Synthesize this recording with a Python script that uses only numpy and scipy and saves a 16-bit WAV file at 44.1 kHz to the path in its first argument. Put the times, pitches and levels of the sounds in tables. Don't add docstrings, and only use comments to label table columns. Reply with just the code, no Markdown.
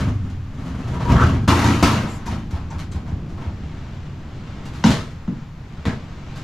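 import sys
import numpy as np
from scipy import signal
from scipy.fft import rfft, irfft, next_fast_len
from scipy.io import wavfile

SR = 44100
rng = np.random.default_rng(int(sys.argv[2]) if len(sys.argv) > 2 else 0)


def output_pcm(signal):
    pcm = np.clip(np.atleast_2d(signal).T, -1, 1) * 32767
    wavfile.write(sys.argv[1], SR, np.round(pcm).astype(np.int16))


N = 283959
T = np.arange(N) / SR
HZ = np.fft.rfftfreq(16384, 1 / SR)


def amp(db):
    return 10 ** (np.asarray(db) / 20)


def unit(x):
    return x / np.sqrt(np.mean(x ** 2) + 1e-20)


def read(points, hz=HZ):
    f, value = np.transpose(points)
    return np.interp(np.log(hz + 1), np.log(f + 1), value)


def shape(spectrum):
    return unit(amp(read(spectrum)))


def curves(rows):
    s, *columns = np.transpose(rows)
    return [np.interp(T, s, c) for c in columns]


def add(mix, s, sound):
    part = mix[max(round(s * SR), 0):][:len(sound)]
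    part += sound[:len(part)]


def swell(out, s, seconds, db, sound):
    part = sound[:round(seconds * SR)]
    arch = np.sin(np.pi * np.arange(len(part)) / len(part))
    add(out, s, amp(db) * part * arch)


def colour(x, gain):
    mirrored = np.r_[gain, gain[-2:0:-1]]
    log_gain = np.log(np.maximum(mirrored, 1e-5))
    taps = np.fft.ifft(np.exp(np.conj(signal.hilbert(log_gain)))).real
    return signal.oaconvolve(x, taps[:len(gain)])[:len(x)]


def peaks(rows):
    power = sum(amp(db) ** 2 / (1 + ((HZ - hz) / width) ** 2) ** 2 for hz, width, db in rows)
    return np.sqrt(power)


def decay(t, t60):
    return np.exp(-np.log(1000) * t / t60)


def wander(rate):
    knots = rng.standard_normal(4096)
    return unit(np.interp(T * rate, np.arange(len(knots)), knots))


def waver(hz, jitter, jitter_per_s):
    return np.sin(2 * np.pi * np.cumsum(hz * (1 + jitter * wander(jitter_per_s))) / SR)


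def grains(per_s, spread_db):
    size = amp(spread_db * np.minimum(rng.exponential(1, N), 4)) * rng.choice([-1, 1], N)
    return unit(size * (rng.random(N) < per_s / SR))


CRACK_S = 0.00084


def clatter(rows, body, per_s, spread_db, crack_db, treble_hz):
    out, t, shower = np.zeros(N), T[:SR], grains(per_s, spread_db)
    for s, db, treble_db, t60, attack_s in rows:
        contacts = np.roll(shower, -round(s * SR))[:SR]
        force = contacts * decay(t, t60) * (1 - np.exp(-t / attack_s))
        force[:3] += amp(crack_db) * CRACK_S / attack_s * np.array([.5, 1, .5]) / 2
        dull = signal.lfilter(*signal.butter(1, treble_hz, fs=SR), force)
        add(out, s, amp(db) * (dull + amp(treble_db) * (force - dull)))
    return colour(out, body)


def ring(hz, t60, rise):
    t = T[:SR]
    motion = np.sin(2 * np.pi * hz * t) * decay(t, t60) * (1 - np.exp(-t / rise))
    return np.gradient(motion) * SR / (2 * np.pi * hz)


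def booms(rows, modes, rise, scatter_db):
    out = np.zeros(N)
    rings = np.array([(-1) ** k * amp(db) * ring(hz, t60, rise) for k, (hz, db, t60) in enumerate(modes)])
    for row, mix in zip(rows, rng.standard_normal((len(rows), len(modes)))):
        add(out, row[0], amp(row[-1] + scatter_db * mix) @ rings)
    return out


def with_contents(blows, strike_t60, lag_s, landing_attack_s):
    rows = []
    for s, strike_db, rattle_db, rattle_t60, treble_db, attack_s, *_ in blows:
        rows.append((s, strike_db, treble_db, strike_t60, attack_s))
        rows.append((s + lag_s, rattle_db, treble_db, rattle_t60, landing_attack_s))
    return rows


def follow(law, effort_db):
    full_effort_db, slope = law
    return amp(full_effort_db + slope * effort_db)


# time in seconds, effort in dB.
PUSH = [(0, -6.5), (.17, -22.5), (.5, -32), (.62, -21), (.9, -14.5), (1.05, -13), (1.105, -2.5), (1.2, 0),
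        (1.35, -10), (1.46, -22.5)]
# level at full effort in dB, dB gained per dB of effort.
DRUM_LAW = (-11, 0.92)
DRONE_LAW = (-16.5, 0.13)
SCRAPE_LAW = (-25, 1)
GRIT_LAW = (-38.5, 0.87)
# frequency in Hz, half-width in Hz, relative level in dB.
PANEL_RESONANCES = [(59.5, 25, 4), (83, 20, -1.5), (121.7, 9.1, 4.5), (167, 44, -8), (224, 43, -11),
                    (260.2, 15, -9), (328, 66, -27.5)]
# frequency in Hz, relative level in dB.
SCRAPE_SPECTRUM = [(210, -31), (350, 5), (500, -1.5), (660, -3.5), (763, -5.5), (1150, -3), (2560, -16.5),
                   (3170, -15), (5000, -39), (6500, -67), (11000, -120)]
# frequency in Hz, relative level in dB.
GRIT_SPECTRUM = [(2350, -4), (4000, -4), (4370, -4), (7090, -7), (8450, -17), (12000, -19.5), (13700, -30)]
PANEL_RELEASE_DB_PER_S = 43
DRONE_REST_HZ, DRONE_RISE_HZ = 91.1, 26.76


def slide():
    effort_db, = curves(PUSH)
    release = PANEL_RELEASE_DB_PER_S * T
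    shake_db = np.maximum.accumulate(effort_db + release) - release
    judder = unit(amp(2.07 * wander(70.16)))
    on_floor = np.interp(T, [1.45, 1.49], [1, 0])
    panels = peaks(PANEL_RESONANCES) * HZ ** 3 / (HZ ** 3 + 65 ** 3)
    drum = follow(DRUM_LAW, shake_db) * unit(colour(grains(900, 2.2) * judder, panels))
    drone_hz = DRONE_REST_HZ + DRONE_RISE_HZ * amp(shake_db)
    drone = follow(DRONE_LAW, shake_db) * waver(drone_hz, jitter=0.011, jitter_per_s=16.5)
    free = 1 - amp(effort_db - shake_db)
    scrape = follow(SCRAPE_LAW, effort_db) * colour(grains(3000, 3.0) * judder, shape(SCRAPE_SPECTRUM))
    grit = follow(GRIT_LAW, effort_db) * colour(grains(2500, 1.1) * judder, shape(GRIT_SPECTRUM))
    return on_floor * (drum + free * drone + scrape + grit + groan() + sliding_tones())


# frequency in Hz, relative level in dB.
YARD_SPECTRUM = [(12, -2), (24, 2), (48, -7), (85, 0), (114, -7), (145, -7.5), (185, -9.5), (229, -10.5),
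                 (400, -20.5), (500, -24), (1100, -24.5), (3400, -36.5), (7300, -46.5), (8800, -64),
                 (12300, -103), (14000, -107)]
# time in seconds, level in dB.
RUMBLE_DB = [(0, -47.5), (3.1, -30), (4.2, -35), (4.8, -31.5), (5.45, -45), (5.8, -36), (6.44, -35.5)]
# frequency in Hz, half-width in Hz, level in dB.
ENGINE_HUM = (142.4, 26.7, -38)
DEEP_DB, DEEP_HZ = -37.5, 53.6
WASH_DB, WASH_DRIFT_DB = -49.5, 0.8


def yard():
    rumble_db, = curves(RUMBLE_DB)
    spectrum = amp(read(YARD_SPECTRUM))
    low = 1 / (1 + (HZ / 400) ** 4)
    lowest = 1 / (1 + (HZ / DEEP_HZ) ** 4)
    deep = unit(colour(rng.standard_normal(N), spectrum * np.sqrt(lowest)))
    rumble = unit(colour(rng.standard_normal(N), spectrum * np.sqrt(low * (1 - lowest))))
    wash = unit(colour(rng.standard_normal(N), spectrum * (1 - low)))
    hum = unit(colour(rng.standard_normal(N), peaks([ENGINE_HUM])))
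    wash_gain = amp(WASH_DB + WASH_DRIFT_DB * wander(13))
    return amp(DEEP_DB) * deep + amp(rumble_db) * rumble + wash_gain * wash + amp(ENGINE_HUM[2]) * hum


# start in seconds, level in dB, treble in dB, t60 in seconds, attack in seconds.
SCUFFS = [(0, -42.5, 18, 0.13, 0.002), (.298, -53, 19, 0.072, 0.0046), (.868, -48.5, 7, 0.36, .005),
          (1.003, -28.5, -17, 0.25, 0.004), (1.088, -37, -5, 0.2, .006), (2.505, -46, 13.5, 0.15, 0.0031),
          (2.53, -35.5, -5, 0.44, 0.016), (2.703, -39, -2, 0.39, 0.002), (2.784, -40, 12, 0.2, 0.0015),
          (2.914, -51, 17, 0.26, 0.0019), (2.947, -41.5, -12, 0.39, 0.0035), (3.059, -42, -3, 0.48, 0.012),
          (3.285, -51, 5.5, 0.71, 0.0063), (3.365, -42.5, -10, 0.42, 0.012), (3.41, -37, -14, 0.38, 0.014),
          (4.65, -42.5, 14.5, 0.17, 0.0097), (4.73, -48.5, 11.5, 0.92, 0.0053),
          (4.827, -38, -10, 0.13, 0.006), (6.355, -50.5, 19, 0.25, .006)]
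# frequency in Hz, relative level in dB.
SCUFF_SPECTRUM = [(110, -9), (230, 7), (400, -1), (600, 3), (1050, 5.5), (2000, -5), (4000, -11),
                  (7000, -17), (8800, -27), (12000, -28), (15000, -51)]


def scuffs():
    return clatter(SCUFFS, shape(SCUFF_SPECTRUM), per_s=1600, spread_db=2.0, crack_db=18, treble_hz=3520)


# start in seconds, length in seconds, middle pitch in Hz, glide in Hz per second, level in dB.
SLIDING_TONES = [(0.914, 0.11, 976, 250, -35), (0.998, 0.09, 996, -400, -38),
                 (1.054, 0.071, 958, -500, -23), (1.095, 0.11, 680, 0, -38), (1.18, 0.042, 945, -500, -27),
                 (1.183, 0.039, 1170, 200, -28), (1.183, 0.026, 1416, 0, -37), (1.29, 0.11, 978, -350, -40)]
TONE_ARCH = 0.047


def sliding_tones():
    out = np.zeros(N)
    for s, seconds, hz, glide, db in SLIDING_TONES:
        t = np.minimum(T, seconds) - seconds / 2
        pitch = hz * (1 - TONE_ARCH * (2 * t / seconds) ** 2) + glide * t
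        swell(out, s, seconds, db, waver(pitch, jitter=0.006, jitter_per_s=150))
    return out * unit(amp(1.0 * wander(89.5)))


# start in seconds, length in seconds, level in dB.
GROAN = (1.143, 0.115, -22)
# frequency in Hz, half-width in Hz, relative level in dB.
GROAN_TONES = [(1180, 80, 6), (1340, 110, 2), (1380, 75, 2), (1510, 89, -6), (1700, 140, -7)]
GROAN_SLIPS_PER_S = 77
GROAN_RISE_PER_S = 0.46


def groan():
    out = np.zeros(N)
    slip_count = np.cumsum(GROAN_SLIPS_PER_S * (1 + 0.24 * wander(60))) / SR
    slips = np.exp(-2 * (slip_count % 1))
    rasp = unit(colour(grains(3000, 0.3) * slips, peaks(GROAN_TONES)))
    speed = 1 + GROAN_RISE_PER_S * (T[:SR] - GROAN[1] / 2)
    swell(out, *GROAN, np.interp(np.cumsum(speed), np.arange(N), rasp))
    return out


# start in seconds, strike in dB, rattle in dB, rattle t60 in seconds, treble in dB,
# attack in seconds, clang in dB, boom in dB, floor thud in dB.
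CRASHES = [(1.477, -9.5, -21.5, 1.28, 3, 0.0046, -27, -15.5, -37),
           (1.59, -26.5, -31, 0.46, -3, .003, -40, -29, -38),
           (1.641, -24.5, -29.5, 0.65, 3, 0.0024, -49, -17.5, -35.5),
           (1.826, -13, -21, 0.55, 4.5, 0.0012, -12.5, -19.5, -12),
           (1.93, -22.5, -30.5, 0.77, -29, 0.0024, -39, -30, -44),
           (2.257, -28, -41, 0.33, 5, 0.0063, -54, -34, -39),
           (2.279, -42, -38.5, 0.52, -9, 0.0053, -27, -25.5, -36),
           (2.314, -43, -56, 0.27, 6, 0.0018, -52, -34, -40)]
# frequency in Hz, relative level in dB.
CLATTER_SPECTRUM = [(76, -14), (130, -2), (220, -1), (257, -9), (325, -5), (435, -10.5), (471, -13),
                    (723, -13), (845, -11), (1180, -13.5), (1640, -20.5), (6420, -30.5), (8600, -38.5),
                    (11700, -40), (13700, -51.5)]
# frequency in Hz, mean level in dB, t60 in seconds.
FRAME_MODES = [(620, -13, 0.046), (941, 1, 0.09), (1028, -2, 0.039)]
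# frequency in Hz, mean level in dB, t60 in seconds.
CABINET_MODES = [(61.4, -1.5, 0.19), (86.5, -2, 0.93), (117.5, 1.5, 0.91), (167, -9, 1), (220.6, -5.5, 1),
                 (255, -11, 0.84), (286.7, -7.5, 0.84), (338, -9.5, 0.76), (469, -25, 0.87),
                 (700, -21, 0.059), (938, -7, 0.17), (1122, -22, 0.47), (1340, -16.5, 0.24),
                 (1500, -21, 0.21), (1770, -31, 0.35), (2500, -43, 0.15), (3060, -33.5, 0.77),
                 (3660, -27, 0.22), (5000, -30, 0.24), (5640, -25, 0.2)]
# frequency in Hz, half-width in Hz, relative level in dB.
SHEETS = [(820, 36, -4), (932, 28, 2), (1013, 71, -5), (1210, 41, -6.5), (1310, 45, -11), (1920, 140, -11),
          (2600, 23, -20), (4300, 60, -22), (4730, 30, -17), (5800, 32, -23)]
SHEET_DB = 6.5
CABINET_STRIKE_T60, DRAWER_LAG_S, DRAWER_ATTACK_S = 0.12, 0.024, 0.0088
RATTLE_FLUTTER_DB = 1.0


def crash():
    times, *_, clang_db, boom_db, _ = np.transpose(CRASHES)
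    contacts = with_contents(CRASHES, CABINET_STRIKE_T60, DRAWER_LAG_S, DRAWER_ATTACK_S)
    body = shape(CLATTER_SPECTRUM)
    rattle = clatter(contacts, body, per_s=3500, spread_db=0.5, crack_db=11, treble_hz=2470)
    clang = booms(list(zip(times, clang_db)), FRAME_MODES, rise=0.00042, scatter_db=3.5)
    boom = booms(list(zip(times, boom_db)), CABINET_MODES, rise=0.00085, scatter_db=2.5)
    rattle = rattle * unit(amp(RATTLE_FLUTTER_DB * wander(320)))
    sheets = colour(rattle, amp(SHEET_DB) * peaks(SHEETS) / body)
    return rattle + sheets + tinkles(rattle) + clang + boom


TINKLES_PER_S, TINKLE_DB, TINKLE_T60 = 800, -11, 0.013
TINKLE_LOW_HZ, TINKLE_HIGH_HZ = 1287, 7030


def tinkles(rattle, count=32):
    power = signal.lfilter([1 / 300], [1, 1 / 300 - 1], rattle ** 2)
    shake = np.sqrt(abs(power))
    pitches = np.geomspace(TINKLE_LOW_HZ, TINKLE_HIGH_HZ, count) * rng.uniform(0.95, 1.04, count)
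    ticks = np.zeros(N)
    for hz in pitches:
        part = ring(hz, TINKLE_T60, 0.0001)[:SR // 10]
        ticks += signal.oaconvolve(grains(TINKLES_PER_S / count, 1.5), part)[:N] / hz ** 0.54
    return amp(TINKLE_DB) * shake * unit(ticks)


# start in seconds, level in dB.
STEPS = [(2.527, -13), (2.75, -19), (2.949, -15.5), (3.122, -14), (3.325, -22), (3.466, -16.5),
         (3.635, -18.5)]
# frequency in Hz, relative level in dB, t60 in seconds.
BOARD_MODES = [(59, -17, 0.05), (72, 1.5, 0.15), (94.8, -4, 0.26), (176, -5.5, 0.054)]


def floorboards():
    thuds = booms(STEPS + CRASHES + KNOCKS, BOARD_MODES, rise=0.0019, scatter_db=0.0)
    return signal.lfilter(*signal.butter(2, 45, "high", fs=SR), thuds)


# start in seconds, centre frequency in Hz, level in dB, t60 in seconds.
CLANKS = [(1.484, 3110, -25, 0.083), (1.503, 1003, -20, 0.19), (1.529, 790, -21, 0.11),
          (1.551, 2220, -31, 0.11), (1.617, 1404, -27, 0.08), (1.585, 1920, -33, 0.15),
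          (1.644, 1270, -36, 0.1), (1.647, 6200, -42, 0.25), (1.492, 288, -17, .07),
          (1.708, 291, -23.5, 0.081), (1.736, 2600, -35, 0.18), (1.769, 1074, -34, 0.088),
          (1.83, 5250, -24.5, 0.11), (1.848, 2800, -38, 0.063), (1.867, 1320, -25, 0.091),
          (1.896, 1120, -29, 0.15), (1.93, 1507, -33, 0.088), (1.973, 2380, -33, 0.068),
          (2.03, 539, -32, .1), (2.266, 6430, -41.5, 0.066), (2.281, 1043, -33, 0.06),
          (2.316, 4560, -51, 0.096), (2.703, 6650, -49, 0.1), (2.707, 960, -38, 0.12),
          (2.916, 7300, -47, 0.071), (4.839, 5050, -25, 0.056), (4.86, 3600, -39, 0.062),
          (4.91, 2570, -41, .1), (4.985, 1156, -37, 0.21), (5.278, 1152, -39, 0.084),
          (5.854, 2120, -34, .07), (5.856, 3620, -43, 0.051), (5.893, 1906, -33, 0.079)]
CLANK_SPREAD_OCT, CLANK_RISE_S = .25, 0.00046


def clanks(count=28):
    out, t = np.zeros(N), T[:SR // 2]
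    for s, hz, db, t60 in CLANKS:
        place, phase = rng.random((2, count, 1))
        octaves = CLANK_SPREAD_OCT * (2 * (np.arange(count)[:, None] + place) / count - 1)
        partials = unit(np.sin(2 * np.pi * (hz * 2 ** octaves * t + phase)).sum(0))
        envelope = decay(t, t60) * (1 - np.exp(-t / CLANK_RISE_S))
        add(out, s, amp(db) * partials * envelope)
    return out


# start in seconds, length in seconds, frequency in Hz, half-width in Hz, level in dB.
ZINGS = [(2.077, 0.095, 7300, 700, -52.5), (2.08, 0.11, 11070, 1400, -64), (5.19, 0.11, 7200, 80, -73)]


def zings():
    out = np.zeros(N)
    for s, seconds, hz, width, db in ZINGS:
        rub = unit(colour(rng.standard_normal(SR), peaks([(hz, width, 0)])))
        rub = rub[-round(seconds * SR):]
        add(out, s, amp(db) * rub * signal.windows.tukey(len(rub), .2))
    return out


# start in seconds, length in seconds, level in dB.
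RUSTLES = [(3.353, 0.92, -47), (4.101, 1.0, -45.5), (5.553, 0.72, -47.5), (6.021, 0.91, -43)]
# frequency in Hz, relative level in dB.
RUSTLE_SPECTRUM = [(250, 4), (500, -1.5), (1100, -4.5), (3400, -11.5), (7300, -23), (8800, -35),
                   (13000, -57)]


def rustles():
    out = np.zeros(N)
    for s, seconds, db in RUSTLES:
        swell(out, s, seconds, db, colour(grains(3000, 3.3), shape(RUSTLE_SPECTRUM)))
    return out


# start in seconds, strike in dB, rattle in dB, rattle t60 in seconds, treble in dB,
# attack in seconds, share of the free ring time, rim in dB, hollow note in Hz, boom in dB, floor thud in dB.
KNOCKS = [(4.8397, -23.5, -27, 0.55, 9, 0.0017, 1, -11, 210, -3.5, -42),
          (4.8578, -44, -37, 0.33, 10, .003, 0.92, -42, 230, -8, -28),
          (4.884, -49, -30, 0.23, 7, .002, 1, -41, 122, -5.5, -11.5),
          (5.2766, -41, -56, 0.12, -15, .002, 0.49, -40, 194, -8, -46),
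          (5.293, -58, -66, 0.086, -16, .003, 0.58, -52, 233, -13, -48),
          (5.311, -62, -68, 0.08, -14, .003, .45, -49, 217, -17.5, -50),
          (5.335, -62, -68, 0.08, -14, .003, 0.27, -56, 275, -24, -50),
          (5.854, -26, -36.5, 0.39, 2.5, 0.00079, 0.77, -27.5, 306, -11.5, -16.5),
          (5.869, -37, -53, 0.18, -10, .002, 0.94, -42, 136, -12, -22),
          (5.888, -49, -40.5, 0.22, -18, .002, 0.63, -39, 263, -16, -31)]
# frequency in Hz, relative level in dB, t60 in seconds.
RIM_MODES = [(545, -15, 0.065), (790, -9.5, 0.043), (979, -1.5, 0.04), (1170, -32, 0.13), (1404, -8, 0.031),
             (1990, -11, 0.032), (2870, -7.5, 0.017), (3900, -14, 0.02), (6300, -14, 0.038)]
# frequency in Hz, relative level in dB.
SCRAP_SPECTRUM = [(190, -25), (330, 3), (520, -3.5), (750, -9), (1000, -7), (1350, -10.5), (1800, -12),
                  (2400, -17.5), (3400, -17), (6200, -27), (7200, -27), (8300, -36), (12000, -42),
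                  (14500, -60)]
# frequency in Hz, relative level in dB before focusing, t60 in seconds when free.
BIN_MODES = [(93.4, -3, 0.27), (124.3, -6, 0.34), (151, -3.5, 0.16), (205.5, 3, 0.092), (249.6, -3, 0.15),
             (279.6, -10, 0.27), (314.6, -18, 0.21), (460, -18, 0.26)]
BIN_STRIKE_T60, SCRAP_LAG_S, SCRAP_ATTACK_S, BIN_BOOM_LAG_S = 0.12, 0.02, 0.0016, 0.00309
BIN_FOCUS_DB_PER_OCT = 12
BIN_RISE_S = 0.0015


def plastic_bin():
    times, *_, rim_db, _, _, _ = np.transpose(KNOCKS)
    rim = booms(list(zip(times, rim_db)), RIM_MODES, rise=0.00024, scatter_db=-0.5)
    contacts = with_contents(KNOCKS, BIN_STRIKE_T60, SCRAP_LAG_S, SCRAP_ATTACK_S)
    rattle = clatter(contacts, shape(SCRAP_SPECTRUM), per_s=1400, spread_db=1.1, crack_db=15.5, treble_hz=4100)
    boom = np.zeros(N)
    for s, *_, ring_share, _, note_hz, boom_db, _ in KNOCKS:
        modes = []
        for hz, db, t60 in BIN_MODES:
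            focus_db = -BIN_FOCUS_DB_PER_OCT * abs(np.log2(hz / note_hz))
            modes.append((hz, db + focus_db, ring_share * t60))
        boom += booms([(s + BIN_BOOM_LAG_S, boom_db)], modes, rise=BIN_RISE_S, scatter_db=1.0)
    return rim + rattle + boom


# frequency in Hz, t60 in seconds.
BOX_T60 = [(100, 0.76), (300, 0.13), (1000, 0.18), (4000, 0.2034), (12000, 0.13)]


def tail():
    taps = rng.choice([-1., 1.], SR) * (rng.random(SR) < 4000 / SR) * (T[:SR] > .004)
    hz, t, z = signal.stft(taps, SR, nperseg=256)
    z = z * decay(t, read(BOX_T60, hz)[:, None])
    echoes = signal.istft(z, SR, nperseg=256)[1]
    return echoes / np.linalg.norm(echoes)


# frequency in Hz, relative level in dB.
BOX_WET = [(100, -16), (250, -7.5), (600, 0), (3000, -3), (12000, -6)]


def box(x, count=3):
    shares = np.cos(np.pi * (T * 23 + np.arange(count)[:, None] / count)) ** 8
    shares = shares / np.linalg.norm(shares, axis=0)
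    echoes = sum(signal.oaconvolve(x * share, tail())[:N] for share in shares)
    return colour(echoes, amp(read(BOX_WET)))


# frequency in Hz, side gain in dB.
WIDTH = [(40, -34), (90, -35), (180, -22), (350, -14.5), (700, -12), (1400, -8.5), (2800, -6), (5600, -6.5),
         (11000, 0)]
# frequency in Hz, left minus right in dB.
LEAN = [(90, 0), (350, .6), (1200, 1.8), (5000, 1.2), (10000, 3.2)]


def scene():
    near = slide() + crash() + plastic_bin() + floorboards() + scuffs() + rustles() + zings() + clanks()
    mid = near + box(near) + yard()
    side = colour(amp(3.5) * box(near) + yard(), amp(read(WIDTH)))
    size = 2 * next_fast_len(N // 2 + 4096)
    lean = amp(read(LEAN, np.fft.rfftfreq(size, 1 / SR)) / 2)
    return irfft(rfft([mid + side, mid - side], size) * [lean, 1 / lean])[:, :N]


EDGE_HZ = 15400


def record(dry):
    rounded = dry / (1 + dry ** 6) ** (1 / 6)
    low_pass = signal.firwin(255, EDGE_HZ, window=("kaiser", 9), fs=SR)
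    return signal.oaconvolve(rounded, low_pass[None], "same")


dry = scene()
out = record(dry)
output_pcm(out)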